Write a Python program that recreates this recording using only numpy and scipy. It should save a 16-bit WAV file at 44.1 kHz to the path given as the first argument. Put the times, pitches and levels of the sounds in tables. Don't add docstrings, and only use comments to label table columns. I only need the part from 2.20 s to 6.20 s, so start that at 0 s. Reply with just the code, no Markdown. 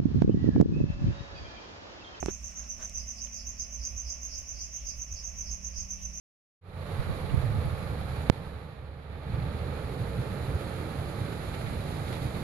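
import sys
import numpy as np
from scipy import signal
from scipy.fft import rfft, irfft
from scipy.io import wavfile
from scipy.ndimage import uniform_filter1d

SR = 44100
rng = np.random.default_rng(int(sys.argv[2]) if len(sys.argv) > 2 else 0)


def inscribe(sig):
    pcm = np.round(np.clip(np.atleast_2d(sig).T, -1, 1) * 32767)
    wavfile.write(sys.argv[1], SR, pcm.astype(np.int16))


N = 176400
TOP_HZ = 15750
LEFT_LAG_S = .00062


def undb(db):
    return 10 ** (np.asarray(db) / 20)


def unit(x):
    return x / np.sqrt(np.mean(x ** 2))


def pan(db):
    return undb(np.array([[db], [-db]]) / 2)


def colour(x, points):
    size = 2 * N
    hz, db = np.array(points, float).T
    bins_hz = np.maximum(np.fft.rfftfreq(size, 1 / SR), 1)
    gain = undb(np.interp(np.log(bins_hz), np.log(hz), db))
    cepstrum = irfft(np.log(gain))
    cepstrum[1:N] *= 2
    cepstrum[N + 1:] = 0
    return irfft(rfft(x, size) * np.exp(rfft(cepstrum)))[..., :N]


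def walk(rate_hz):
    hold = int(SR / rate_hz)
    steps = np.repeat(rng.standard_normal(N // hold + 1), hold)
    return unit(uniform_filter1d(uniform_filter1d(steps, hold), hold)[:N])


def noise(points, shared):
    common = np.sqrt(shared) * rng.standard_normal(N)
    separate = np.sqrt(1 - shared) * rng.standard_normal((2, N))
    return unit(colour(common + separate, points))


def yard(x, wet_db, direct_gain=1):
    short_t60_s, long_t60_s, long_db, drift_hz = 0.2, 0.62, -13.5, 0.303
    age = np.arange(SR) / SR

    def tail(t60_s):
        return unit(rng.standard_normal((2, SR)) * (age > .002) * 1000 ** (-age / t60_s)) / np.sqrt(SR)

    def walls():
        response = tail(short_t60_s) + undb(long_db) * tail(long_t60_s)
        return signal.fftconvolve(x[None], response, axes=1)[:, :N]

    turn = 2 * np.pi * drift_hz * np.arange(N) / SR
    echoes = np.cos(turn) * walls() + np.sin(turn) * walls()
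    left = np.pad(x, (int(LEFT_LAG_S * SR), 0))[:N]
    return unit(direct_gain * np.array([left, x]) + undb(wet_db) * echoes)


def teeth(per_s):
    return (rng.random(N) < per_s / SR) * rng.choice([-1, 1], N)


def near_insect(t):
    # (second stroke's peak [s], level [dB], direct sound [dB], first stroke re second [dB])
    chirps = [(.003, -3.5, 0, -4), (.130, -1, -2, -3), (.263, -1.5, -6, -1), (.393, -2, 2, -1),
              (.518, -1, -14, 2), (.646, -0.5, 1.5, -4), (.774, 1, -0.5, -3.5), (.903, -2, -0.5, -1),
              (1.039, -0.5, -1, -4.5), (1.162, 1, -1.5, -7), (1.289, .5, -15, -3), (1.418, 0, 1, 2),
              (1.545, 1, -3, -5.5), (1.672, 0, 5, -1.5), (1.800, -1.5, 2.5, 1.5), (1.924, 0, 4.5, -1.5),
              (2.051, 1.5, 0.5, -6), (2.180, 0, 2, -7), (2.311, -2, 1, -2.5), (2.434, 0, -6, -1.5),
              (2.562, 2.5, 2, -11), (2.689, -0.5, 2.5, -3.5), (2.819, 1, 4, -7), (2.947, -7.5, 8.5, 2),
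              (3.075, 2.5, 1.5, -9.5), (3.209, 0, 4, -1.5), (3.336, 0, 1, -0.5), (3.469, -1.5, 1.5, 1.5),
              (3.597, 1.5, -5, -3.5), (3.726, -2.5, -0.5, 5), (3.853, -3.5, 6.5, -2.5),
              (3.973, -0.5, -3, -4.5)]
    # (frequency [Hz], gain [dB])
    wing = [(4000, -42), (5000, -41), (5500, -11.5), (5950, 4), (6350, 2), (6560, -1), (6800, -18),
            (7200, -19.5), (8000, -58), (10200, -37.5), (11300, -43), (11900, -25), (13100, -28.5),
            (13700, -48), (16000, -43)]
    scrape_lead_s, scrape_width_s, scrape_db = 0.032, 0.012, -11
    gap_s, swell_s, stop_s = .021, 0.008, 0.0018
    tone_hz, scatter_hz, fall_hz_per_s, tone_width_s, tone_db = 6323, 110, 125000, 0.0017, -14
    force, tone = np.zeros(N), np.zeros(N)
    for peak_s, db, _, first_db in chirps:
        span = np.abs(t - peak_s) < .1
        scrape_age = t[span] - peak_s + scrape_lead_s
        force[span] += undb(db + scrape_db) * np.exp(-(scrape_age / scrape_width_s) ** 2 / 2)
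        for at_s, gain in (peak_s - gap_s, undb(db + first_db)), (peak_s, undb(db)):
            age = t[span] - at_s
            force[span] += gain * np.exp(np.where(age < 0, age / swell_s, -age / stop_s))
            hz = tone_hz + scatter_hz * rng.standard_normal()
            cycles = hz * age - fall_hz_per_s * age ** 2 / 2
            tone[span] += gain * np.exp(-(age / tone_width_s) ** 2 / 2) * np.sin(2 * np.pi * cycles)
    call = colour(force * teeth(per_s=4500) + undb(tone_db) * tone, wing)
    peaks_s, _, direct_db, _ = np.array(chirps).T
    direct_gain = undb(np.interp(t, peaks_s, direct_db))
    return undb(-42.5) * pan(-6) * yard(call, wet_db=4.5, direct_gain=direct_gain)


def far_chorus():
    # (frequency [Hz], density [dB])
    spectrum = [(4000, -42.5), (4800, -23.5), (5200, -11), (5600, -3.5), (6300, -5), (6600, -12),
                (7000, -21), (8000, -65), (10000, -43)]
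    return undb(-51 + 1.1 * walk(22.6)) * pan(-4) * noise(spectrum, shared=0.13)


def outdoor_air():
    # (frequency [Hz], density [dB])
    spectrum = [(76, -7), (130, -11.5), (204, -5.5), (293, -9.5), (481, -14.5), (581, -5), (692, -9),
                (899, -19.5), (1070, -12), (1270, -18), (1610, -17.5), (2640, -8), (3430, -24.5),
                (4200, -32.5), (9240, -120)]
    return undb(-57.5 + .5 * walk(7.21)) * pan(-2) * noise(spectrum, shared=0.16)


def hiss():
    # (frequency [Hz], density [dB])
    spectrum = [(3000, 0.5), (4200, 6), (7000, 7), (8000, 2.5), (8600, 8), (9300, 10.5), (10000, -33),
                (10800, 6.5), (13000, -4.5), (16000, -33)]
    return undb(-69 + 0.74 * walk(4.3)) * pan(-0.4) * noise(spectrum, shared=0.023)


def sizzle(t):
    # (frequency [Hz], density [dB])
    spectrum = [(5500, -13), (6900, -7), (7400, 3.5), (8000, -16), (8700, -1.5), (9500, -32), (11000, -21)]
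    # (time [s], level [dB])
    fade = [(0, -70), (.65, -65.5), (1.15, -68), (1.5, -82)]
    level_db = np.interp(t, *np.array(fade).T) + 5.3 * walk(8.7)
    return undb(level_db) * pan(-1.1) * noise(spectrum, shared=0.085)


def rumble(t):
    # (frequency [Hz], density [dB])
    spectrum = [(15, -16.5), (28, -6.5), (38, -11), (50, -2), (61, 7), (70, -4), (85, -15), (115, -19.5),
                (140, -38), (200, -40), (300, -60.5)]
    # (time [s], level [dB])
    contour = [(0.12, -39), (0.15, -48), (0.27, -43.5), (0.37, -55), (0.4, -46), (0.54, -47.5),
               (0.56, -44.5), (0.72, -48.5), (0.75, -43), (0.86, -43), (0.95, -49.5), (1.01, -46.5),
               (1.19, -48), (1.29, -41), (1.31, -45.5), (1.58, -46), (1.61, -37.5), (1.68, -50),
               (1.72, -38.5), (1.76, -39), (1.82, -48.5), (1.87, -35.5), (1.9, -47.5), (2.23, -43),
               (2.27, -51.5), (2.33, -43), (2.58, -51), (2.64, -38), (2.72, -48), (2.79, -35), (2.83, -53),
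               (2.94, -35), (2.97, -47), (3.2, -41), (3.33, -39), (3.42, -50), (3.48, -39), (3.51, -46),
               (3.62, -37), (3.7, -48), (3.87, -41), (4.0, -50.5)]
    window_s, steadiness = 0.0407, 0.54
    low = noise(spectrum, shared=0.91)
    power = uniform_filter1d(np.mean(low ** 2, axis=0), int(window_s * SR)) + 1e-3
    steadied = unit(low / power ** (steadiness / 2))
    return undb(np.interp(t, *np.array(contour).T)) * pan(-4.5) * steadied


def motor(t):
    # (time [s], rotation [Hz], 4th harmonic [dB], 5th [dB], 6th [dB])
    run = [(0.198, 36.86, -72.5, -64.5, -65.5), (1.5, 37.37, -74, -71.5, -63),
           (2.35, 38.34, -67.5, -74.5, -71), (3.36, 39.2, -65, -61, -76), (4.0, 39.1, -63, -61.5, -82)]
    times_s, rotation_hz, *levels_db = np.array(run).T
    hz = np.interp(t, times_s, rotation_hz) * (1 + 0.0032 * walk(6.48))
    phase = 2 * np.pi * np.cumsum(hz) / SR
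    hum = sum(undb(np.interp(t, times_s, db) + 1.65 * walk(8)) * np.sin(order * phase)
              for order, db in zip((4, 5, 6), levels_db))
    return np.sqrt(2) * pan(-4) * hum


def tick(at_s, peak_db, points, cutoff_hz=TOP_HZ):
    pulse = colour(1. * (np.arange(N) == int(at_s * SR)), points)
    pulse = signal.lfilter([-.9, 1], [1, -.9], pulse)
    lowpass = signal.butter(2, cutoff_hz, fs=SR, output="sos")
    pulse = signal.sosfilt(lowpass, signal.sosfilt(lowpass, pulse))
    return undb(peak_db) * pulse / np.abs(pulse).max()


def ring(t, at_s, hz, db, t60_s, rise_s):
    age = np.maximum(t - at_s - np.array([[LEFT_LAG_S], [0]]), 0)
    envelope = (1 - np.exp(-age / rise_s)) * 1000 ** (-age / t60_s)
    return undb(db) * envelope * np.sin(2 * np.pi * hz * age)


def knocks(t):
    # (time [s], level [dB], thump [Hz], rise [s], thump t60 [s], tick [dB], tick cutoff [Hz], pan [dB])
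    hits = [(0.0281, -19.5, 690, 0.00045, 0.018, -26, 2650, -7.5),
            (0.0353, -26, 300, 0.00092, .025, -46, 1200, -2),
            (.0603, -25, 192, .0003, 0.012, -24, 9200, -14.5),
            (0.0835, -10, 364, 0.0018, 0.014, -30.5, 2160, -5)]
    # (frequency [Hz], level re thump [dB], t60 [s])
    case_modes = [(209, -21, 0.06), (376, -16.5, 0.042), (1110, -17, 0.012), (2550, -20.5, 0.018)]
    # (frequency [Hz], gain [dB])
    tick_spectrum = [(40, -4), (200, 5.5), (800, 4), (1400, -3.5), (1900, -6.5), (2700, -3), (3300, -17.5),
                     (6000, 0), (9000, -13), (16000, -29)]
    out = np.zeros((2, N))
    for at_s, db, hz, rise_s, t60_s, tick_db, cutoff_hz, pan_db in hits:
        thump = ring(t, at_s, hz, db, t60_s, rise_s)
        case = undb(db) * sum(ring(t, at_s, *mode, rise_s) for mode in case_modes)
        out += pan(pan_db) * (thump + case + tick(at_s, tick_db, tick_spectrum, cutoff_hz))
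    return out


def swells(t, rows):
    return sum(undb(db) * np.exp(-((t - at_s) / width_s) ** 2 / 2) for at_s, width_s, db in rows)


def finger_rubs(t):
    # (time [s], half length [s], level [dB])
    rubs = [(0.089, 0.012, -45.5), (0.407, 0.063, -57.5), (.624, 0.025, -48.5), (1.97, 0.022, -62)]
    # (frequency [Hz], density [dB])
    spectrum = [(250, 2.5), (410, -6.5), (620, 5.5), (880, -6), (1080, 0.5), (1250, -1.5), (1620, -1),
                (1900, -4.5), (2700, -8), (4500, -14.5), (9000, -53)]
    return pan(-3) * swells(t, rubs) * noise(spectrum, shared=0.28)


def grip_clicks():
    # (time [s], peak [dB], brightest frequency [Hz])
    clicks = [(.442, -45, 4230), (.697, -32, 7000), (1.072, -44, 2600)]
    # (frequency re brightest [ratio], gain [dB])
    shape = [(.1, -30), (.45, -7), (1, 6), (2.4, -18)]
    return pan(-7) * sum(tick(at_s, db, np.array(shape) * [hz, 1]) for at_s, db, hz in clicks)


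def lower_insect(t):
    # (peak time [s], relative level [dB], width [s])
    rasps = [(0.797, 0.5, 0.021), (0.982, 2.5, 0.017), (1.187, 0.5, 0.028), (1.405, 0.5, 0.022),
             (1.631, 2.5, 0.026), (1.88, 2, 0.028), (2.131, 3.5, 0.031), (2.396, 2, 0.037),
             (2.696, 1.5, 0.026), (2.983, 0.5, 0.025), (3.28, 0.5, 0.026), (3.57, 1.5, 0.031)]
    # (frequency [Hz], gain [dB])
    wing = [(3800, -43.5), (4400, -22.5), (4700, -6), (5050, 0), (5550, 2), (5900, -4.5), (6400, -11),
            (7500, -44), (9500, -41), (11100, -28.5), (12000, -44), (16000, -50)]
    force = sum(undb(db) * np.exp(-np.hypot(1, np.sqrt(2) * (t - at_s) / width_s))
                for at_s, db, width_s in rasps)
    call = colour(force * teeth(per_s=2500), wing)
    return undb(-52.5) * pan(-5) * yard(call, wet_db=8)


def grip_rustles(t):
    # (time [s], half length [s], level [dB])
    rustles = [(1.07, 0.0055, -57), (2.61, 0.038, -62.5), (3.82, 0.03, -64)]
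    # (frequency [Hz], density [dB])
    spectrum = [(1500, -17), (3100, 3), (3350, -2), (3700, -8), (12000, -40)]
    return pan(-3) * swells(t, rustles) * noise(spectrum, shared=0.34)


def scene():
    t = np.arange(N) / SR
    insects = near_insect(t) + lower_insect(t)
    background = far_chorus() + outdoor_air() + hiss() + sizzle(t) + rumble(t) + motor(t)
    handling = knocks(t) + finger_rubs(t) + grip_clicks() + grip_rustles(t)
    return insects + background + handling


def record(dry):
    return signal.sosfilt(signal.ellip(10, .2, 70, TOP_HZ, fs=SR, output="sos"), dry)


dry = scene()
out = record(dry)
inscribe(out)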